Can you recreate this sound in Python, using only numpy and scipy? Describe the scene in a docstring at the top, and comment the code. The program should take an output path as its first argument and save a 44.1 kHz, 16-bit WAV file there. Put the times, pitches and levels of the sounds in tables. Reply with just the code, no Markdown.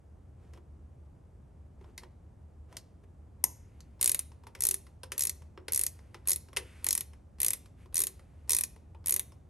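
"""A small workshop with a low rumble. A ratcheting ring spanner is set on an engine bolt with a few
taps, faint scrapes and one sharp clank, then swung ten times. On each back swing the pawl rides up
and snaps over seven to nine teeth; between swings the spanner knocks on the bolt as it takes up load.
A sleeve rubs, engine parts scatter every click, and the room answers."""
import sys
import numpy as np
from scipy import signal
from scipy.fft import rfft, irfft, next_fast_len
from scipy.io import wavfile

SR = 44100
rng = np.random.default_rng(int(sys.argv[2]) if len(sys.argv) > 2 else 0)


def put_to_file(sound):
    """Save the sound as 16-bit audio at rate SR, in the file named by the first command-line argument."""
    columns = np.atleast_2d(sound).T  # one column per channel
    safe = np.clip(columns, -1, 1)
    whole_steps = np.round(safe * 32767)
    wavfile.write(sys.argv[1], SR, whole_steps.astype(np.int16))


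N = 418509
HIT_SIZE = 8192
T = np.arange(HIT_SIZE) / SR
HZ = np.fft.rfftfreq(HIT_SIZE, 1 / SR)
# back swings: start/s, length/s, teeth, start and end speed over midway speed,
# first, middle and last click/dB, extra shank level/dB
SWINGS = [(4.0119, .18, 9, 1.09, .25, -23.5, -20.5, -25.5, 0),
          (4.6065, .1352, 8, 1.12, .44, -28, -21.5, -25, -1),
          (5.1794, .1156, 8, .98, .5, -27.5, -25, -27.5, -1),
          (5.7219, .1432, 9, 1.43, .49, -26, -24, -25, -2.5),
          (6.2734, .0865, 7, .86, .18, -26, -22, -29, -2.5),
          (6.844, .164, 8, .92, .59, -27, -22.5, -29.5, 1.5),
          (7.4028, .1304, 8, 1.26, .53, -26.5, -22.5, -26.5, 1.5),
          (7.9437, .1253, 9, .9, .24, -28.5, -23, -28, -2),
          (8.4944, .1421, 9, 1.57, .58, -23, -22.5, -25.5, -1.5),
          (9.0599, .135, 9, 1.28, .33, -30.5, -22.5, -25.5, -1)]


def amp(db):
    """Decibels to gain."""
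    return 10 ** (np.asarray(db) / 20)


def unit(x):
    """Scale to rms 1."""
    return x / np.sqrt(np.mean(x ** 2) + 1e-20)


def along(points, hz):
    """Read (f/Hz, value) points on a log axis."""
    f, v = np.transpose(points)
    return np.interp(np.log(hz + 1), np.log(f + 1), v)


def filtered(x, response):
    """Apply a complex frequency response."""
    size = next_fast_len(N + SR // 2)
    return irfft(rfft(x, size) * response(np.fft.rfftfreq(size, 1 / SR)), size)[..., :N]


def coloured(x, colour):
    """Filter by (f/Hz, level/dB) points."""
    return filtered(x, lambda hz: amp(along(colour, hz)))


def add(track, start_s, sound):
    """Mix a sound into a track."""
    start = max(round(start_s * SR), 0)
    part = track[..., start:start + sound.shape[-1]]
    part += sound[..., :part.shape[-1]]


def below(edge_hz):
    """Soft mask: 1 under the edge, 0 above."""
    return 1 / (1 + (HZ / edge_hz) ** 10)


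def peak(hz, centre_hz, width_hz):
    """Resonance curve of height 1."""
    return 1 / (1 + (2 * (hz - centre_hz) / width_hz) ** 2)


def noise_band(centre_hz, width_hz):
    """Noise through one resonance, rms 1."""
    return unit(filtered(rng.standard_normal(N), lambda hz: peak(hz, centre_hz, width_hz)))


def spread(pair):
    """Two unrelated signals become left and right of a diffuse sound."""
    side_colour = [(30, -20), (70, -24.5), (160, -10), (400, -7), (800, 1.5), (1500, -9.5), (5000, -17.5),
                   (11000, -9), (15000, -5)]  # side signal: f/Hz, level/dB
    side = coloured(pair[1], side_colour)
    return np.array([pair[0] + side, pair[0] - side])


def body(colour, modes, vary_db):
    """Response of a struck part in dB; each blow excites its resonances differently."""
    peaks = sum((db + vary_db * rng.standard_normal()) * peak(HZ, hz, width) for hz, width, db in modes)
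    return along(colour, HZ) + peaks


def contact(t60_s, snap_db, scatter_db, scatter_t60_s, snap_t60_s=0.011, attack_s=0.00027):
    """Steel contact: bright snap, short chatter, dense reflections from the engine parts."""
    snap = np.diff(rng.standard_normal(HIT_SIZE + 1)) * amp(snap_db - 60 * T / snap_t60_s)
    decay = amp(-60 * T / t60_s) + amp(scatter_db - 60 * T / scatter_t60_s)
    return snap + decay * (1 - np.exp(-T / attack_s)) * rng.standard_normal(HIT_SIZE)


def strike(burst, response_db, lag_s, rms_samples):
    """A burst rings a causal body; the first rms_samples have rms 1."""
    cepstrum = irfft(np.log(amp(response_db) + 1e-6))
    causal = np.exp(rfft(cepstrum * np.r_[1, np.full(HIT_SIZE // 2 - 1, 2), np.zeros(HIT_SIZE // 2)]))
    # bending wave speed grows with the root of frequency: lows arrive later
    delay_s = lag_s * np.maximum(np.sqrt(SR / 4 / np.maximum(HZ, 300)) - 1, 0)
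    sound = irfft(rfft(burst) * causal * np.exp(-2j * np.pi * np.cumsum(delay_s) * HZ[1]))
    fade = np.minimum(1, 2 * (1 - T / T[-1])) ** 2
    return sound * fade / np.sqrt(np.mean(sound[:rms_samples] ** 2))


def ringing(modes, vary_db):
    """Freely decaying modes, struck at varying strengths."""
    return sum(amp(db + vary_db * rng.standard_normal() - 60 * T / t60_s) * np.sin(2 * np.pi * hz * T)
               for hz, db, t60_s in modes)


def rumble(level_db=-54, drone_db=-58):
    """Steady low workshop noise with one wavering drone."""
    colour = [(20, -33.5), (32, -22), (45, -7), (62, -6.5), (73, -1.5), (90, -3.5), (120, -10.5),
              (200, -17.5), (400, -26), (800, -33), (1600, -44.5), (4000, -57), (11000, -54.5),
              (14000, -77.5)]  # room noise: f/Hz, level/dB
    bed = unit(coloured(rng.standard_normal((2, N)), colour))
    return amp(level_db) * spread(bed) + amp(drone_db) * noise_band(centre_hz=73, width_hz=14)


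def workshop(x, build_s=0.0018):
    """Room tail, drawn anew every third of a second as the hands move."""
    decay = [(200, 0.22), (1000, 0.34), (2500, 0.6), (6500, 0.41), (11500, 0.28), (15000, 0.18)]  # reverberation: f/Hz, t60/s
    out = np.zeros((2, N))
    for start in range(0, N, SR // 3):
        hz, t, spectra = signal.stft(rng.standard_normal((2, SR * 2 // 3)), SR, nperseg=256)
        tail = signal.istft(spectra * amp(-60 * t / along(decay, hz)[:, None]), SR, nperseg=256)[1]
        tail *= 1 - np.exp(-np.arange(tail.shape[1]) / SR / build_s)
        tail /= np.linalg.norm(tail[0])
        add(out, start / SR, signal.fftconvolve(x[None, start:start + SR // 3], tail, axes=1))
    return spread(coloured(out, [(300, 3.5), (2000, -20.5), (6000, -22.5), (11000, -20.5)]))


def rubbing(slides, colour, grit_db, slips_per_s):
    """Tiny uneven slips under a pressure that swells and fades with each slide."""
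    t = np.arange(N) / SR
    pressure = sum(amp(db) * np.cos(np.pi * np.clip((t - middle_s) / length_s, -.5, .5))
                   for middle_s, length_s, db in slides)
    slips = np.interp(t * slips_per_s, np.arange(N), amp(grit_db * rng.standard_normal(N)))
    return pressure * unit(coloured(slips * rng.standard_normal(N), colour))


def sleeve():
    """Flannel rubs smoothly as the arm pushes."""
    slides = [(3.72, 0.74, -77.5), (6.06, 0.64, -76), (6.75, 0.45, -63.5), (7.82, 0.12, -69.5),
              (8.37, 0.7, -77.5)]  # rubs: middle/s, length/s, level/dB
    colour = [(200, -12.5), (700, -12), (1400, 1.5), (2300, 3), (4000, -9), (7500, -12), (9300, -7),
              (11300, -4.5), (13500, -56.5)]  # cloth friction: f/Hz, level/dB
    return rubbing(slides, colour, grit_db=0.5, slips_per_s=220)


def scrapes():
    """Steel grates on steel while the ring feels for the bolt."""
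    slides = [(.46, 0.2, -68.5), (.56, 0.079, -64), (1.06, 0.037, -77), (1.87, 0.2, -68),
              (2.035, 0.053, -60), (2.745, 0.14, -61.5), (3.042, 0.019, -63)]  # scrapes: middle/s, length/s, level/dB
    colour = [(100, -51), (350, 11), (800, 0), (1300, -2.5), (2800, -10.5), (5000, -19), (11000, -17.5),
              (14000, -39)]  # steel friction: f/Hz, level/dB
    return rubbing(slides, colour, grit_db=2.5, slips_per_s=380)


def slack(release_s=.018, take_up_s=.125, level_db=(-62, -59.5), treble_db=-1.5):
    """The ring unloads before each swing and takes up load after it: t/s, level/dB, treble/dB."""
    releases = [(start - release_s, level_db[0], treble_db) for start, *_ in SWINGS]
    take_ups = [(start + length + take_up_s, level_db[1], treble_db) for start, length, *_ in SWINGS]
    return releases + take_ups


def knocks():
    """The spanner knocks on bolt and casing; hard contact is brighter and makes the loose tool clink."""
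    blows = [(0.535, -59, -1), (0.574, -60, -7), (1.811, -59, -12), (1.843, -60, -8), (1.978, -43, 7),
             (2.034, -52, -7), (2.726, -56, -3), (2.768, -41, 10), (3.805, -55, 10), (4.436, -59, -2),
             (4.468, -49, -4), (4.55, -47, -1), (5.033, -43, -1), (5.119, -35, 3), (5.575, -47, -16),
             (5.682, -37, -1), (6.144, -47, -8), (6.53, -52, -4), (6.564, -39, 4), (6.569, -27, -1),
             (6.867, -43, -5), (7.858, -60, -4), (8.947, -57, -13)]  # knocks: t/s, level/dB, treble/dB
    colour = [(100, -20.5), (290, -6), (520, 4.5), (720, -8.5), (1300, -3.5), (3000, -1.5), (4500, -5.5),
              (8000, -11), (12000, -12.5), (13500, -28.5), (16500, -43.5)]  # broad knock spectrum: f/Hz, level/dB
    casing_modes = [(370, 81, 8.5), (956, 390, 13), (1545, 190, 1.5), (2010, 470, 4.5), (4340, 790, 0),
                    (5390, 280, 9), (6300, 320, 4), (9200, 730, 8), (10530, 340, 17)]  # bolt and casing: f/Hz, width/Hz, boost/dB
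    clink_modes = [(4500, -20.5, 0.11), (5400, -28.5, .1), (6020, -28, 0.13), (9200, -26.5, 0.034)]  # loosely held spanner: f/Hz, level/dB, t60/s
    out = np.zeros(N)
    for start_s, db, treble_db in blows + slack():
        thud_db = 0.31 * (-49.5 - db) - 0.44 * treble_db  # softer and duller knocks thud more
        response_db = body(colour, casing_modes, vary_db=4) + thud_db * below(edge_hz=1450)
        response_db += (treble_db + 2) * (1 - below(edge_hz=3860))
        burst = contact(t60_s=0.018, snap_db=-12, scatter_db=-10.5, scatter_t60_s=0.11)
        blow = strike(burst, response_db, lag_s=.0003, rms_samples=SR // 100)
        clink = amp(min(treble_db, 4)) * ringing(clink_modes, vary_db=2)
        add(out, start_s, amp(db) * (blow + clink))
    return out


def clank(gain_db=1, ring_db=-33.5, ring_t60_s=0.44):
    """The ring snaps home and rings the bolt; a cluster of close high modes lingers."""
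    blows = [(3.44, -18)]  # seating blow: t/s, level/dB
    colour = [(100, -41.5), (350, -13), (600, -19), (1500, -7.5), (2800, -4), (4100, -8), (5300, 0),
              (8000, 2.5), (10500, 2.5), (12300, 1), (13500, -8.5), (15200, -16.5), (16800, -40.5)]  # broad clank spectrum: f/Hz, level/dB
    seated_modes = [(1010, 140, 9), (2000, 160, 7), (5445, 430, -1), (6173, 430, 10.5), (6750, 660, 12),
                    (8420, 370, 9.5), (9410, 500, 10), (11460, 900, 14)]  # ring on the bolt head: f/Hz, width/Hz, boost/dB
    bolt_modes = [(345, -38, .09), (975, -18.5, .028), (2030, -15.5, .022), (2600, -21.5, .02)]  # bolt and boss: f/Hz, level/dB, t60/s
    out, t = np.zeros(N), np.arange(N) / SR
    for start_s, db in blows:
        burst = contact(t60_s=0.0105, snap_db=0.5, scatter_db=-14, scatter_t60_s=0.09)
        response_db = body(colour, seated_modes, vary_db=3.5)
        crack = strike(burst, response_db, lag_s=0.00027, rms_samples=SR // 200)
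        add(out, start_s, amp(db + gain_db) * (crack + ringing(bolt_modes, vary_db=5.5)))
        cluster = noise_band(centre_hz=6550, width_hz=1500)
        add(out, start_s, amp(db + ring_db - 60 * t / ring_t60_s) * cluster)
    return out


def arch(first, middle, last, angle):
    """Parabola over a swing whose angle runs from 0 to 1."""
    return np.polyval(np.polyfit([0, .5, 1], [first, middle, last], 2), angle)


def teeth(level_vary_db=0.05, head_vary_db=4, end_shank_db=3.5):
    """Evenly spaced, unlike teeth pass at hand speed: t/s, level/dB, ring head/dB, shank/dB."""
    drops = []
    for start_s, length_s, count, start_speed, end_speed, *click_db, shank_db in SWINGS:
        angle = np.linspace(0, 1, count)
        speed = arch(start_speed, 1, end_speed, (angle[:-1] + angle[1:]) / 2)
        elapsed = np.r_[0, np.cumsum(1 / speed)]
        level_draw, head_draw = rng.standard_normal((count, 2)).T
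        drops += zip(start_s + length_s * elapsed / elapsed[-1],
                     arch(*click_db, angle) - level_vary_db * level_draw,
                     head_vary_db * head_draw,
                     shank_db + arch(end_shank_db, 0, end_shank_db, angle))
    return drops


def riding(drops, gain_db=-33, rise_s=0.014):
    """Before each drop the pawl grates up the tooth flank, harder as its spring loads."""
    colour = [(150, -35.5), (400, 1.5), (800, 5.5), (2200, -5), (4500, -11), (9000, -4),
              (12000, -5.5), (14000, -34)]  # f/Hz, level/dB
    pressure = np.zeros(N)
    ramp = np.linspace(0, 1, round(rise_s * SR))
    for drop_s, db, _, _ in drops:
        add(pressure, drop_s - rise_s, amp(db + gain_db) * ramp)
    return pressure * unit(coloured(rng.standard_normal(N), colour))


def ratchet(drops, path_share=0.36, swing_gap_s=.2):
    """The pawl snaps tooth by tooth; clicks of one swing share part of their path through the engine."""
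    colour = [(100, -22.5), (300, -15.5), (550, -11), (750, -24), (1400, -15.5), (3000, -9), (5000, -5.5),
              (8300, 0), (10400, 8.5), (11800, 5), (13200, -16), (14400, -19), (15600, -22), (16800, -44)]  # broad click spectrum: f/Hz, level/dB
    spanner_modes = [(384.4, 43, 14), (1038, 410, 10), (1990, 470, 10.5), (2517, 300, 7), (3740, 610, 5),
                     (4270, 230, 6.5), (5530, 640, 5.5), (6120, 180, 8), (6674, 100, 10.5), (7670, 590, 3),
                     (9170, 260, 8.5), (11070, 470, 9.5), (13200, 900, 11)]  # pawl and spanner: f/Hz, width/Hz, boost/dB
    shank_band = below(edge_hz=4000) - below(edge_hz=760)
    head_band = below(edge_hz=8400) - below(edge_hz=4000)
    out, last_s = np.zeros(N), -1
    for drop_s, db, head_db, shank_db in drops:
        own, fresh = [contact(t60_s=0.013, snap_db=3, scatter_db=-13, scatter_t60_s=0.098)
                      for _ in range(2)]
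        if drop_s - last_s > swing_gap_s:
            shared = fresh
        last_s = drop_s
        response_db = body(colour, spanner_modes, vary_db=1.5)
        response_db += (head_db - 0.34) * head_band + (shank_db - 1.5) * shank_band
        burst = np.sqrt(path_share) * shared + np.sqrt(1 - path_share) * own
        add(out, drop_s, amp(db) * strike(burst, response_db, lag_s=.00065, rms_samples=SR // 200))
    return out


def scene():
    """The tool straight ahead, the room around it."""
    drops = teeth()
    tool = ratchet(drops) + riding(drops) + knocks() + clank() + scrapes() + sleeve()
    return tool + workshop(tool) + rumble()


def record(dry, top_hz=16700):
    """Two microphone ports turn the treble's phase apart; nothing passes above the band limit."""
    port_phase = [(2200, 0), (3200, -.5), (5400, -.7), (7000, -.45), (8300, -.85), (8950, .2), (9800, 2),
                  (10400, np.pi), (12000, 2 * np.pi), (13550, 3 * np.pi), (15000, 4 * np.pi)]  # phase between ports: f/Hz, left lead/rad

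    def response(hz):
        lead_rad = np.interp(hz, *np.transpose(port_phase))
        return np.exp(.5j * np.outer([1, -1], lead_rad)) * (hz < top_hz)
    return filtered(dry, response)


dry = scene()
out = record(dry)
put_to_file(out)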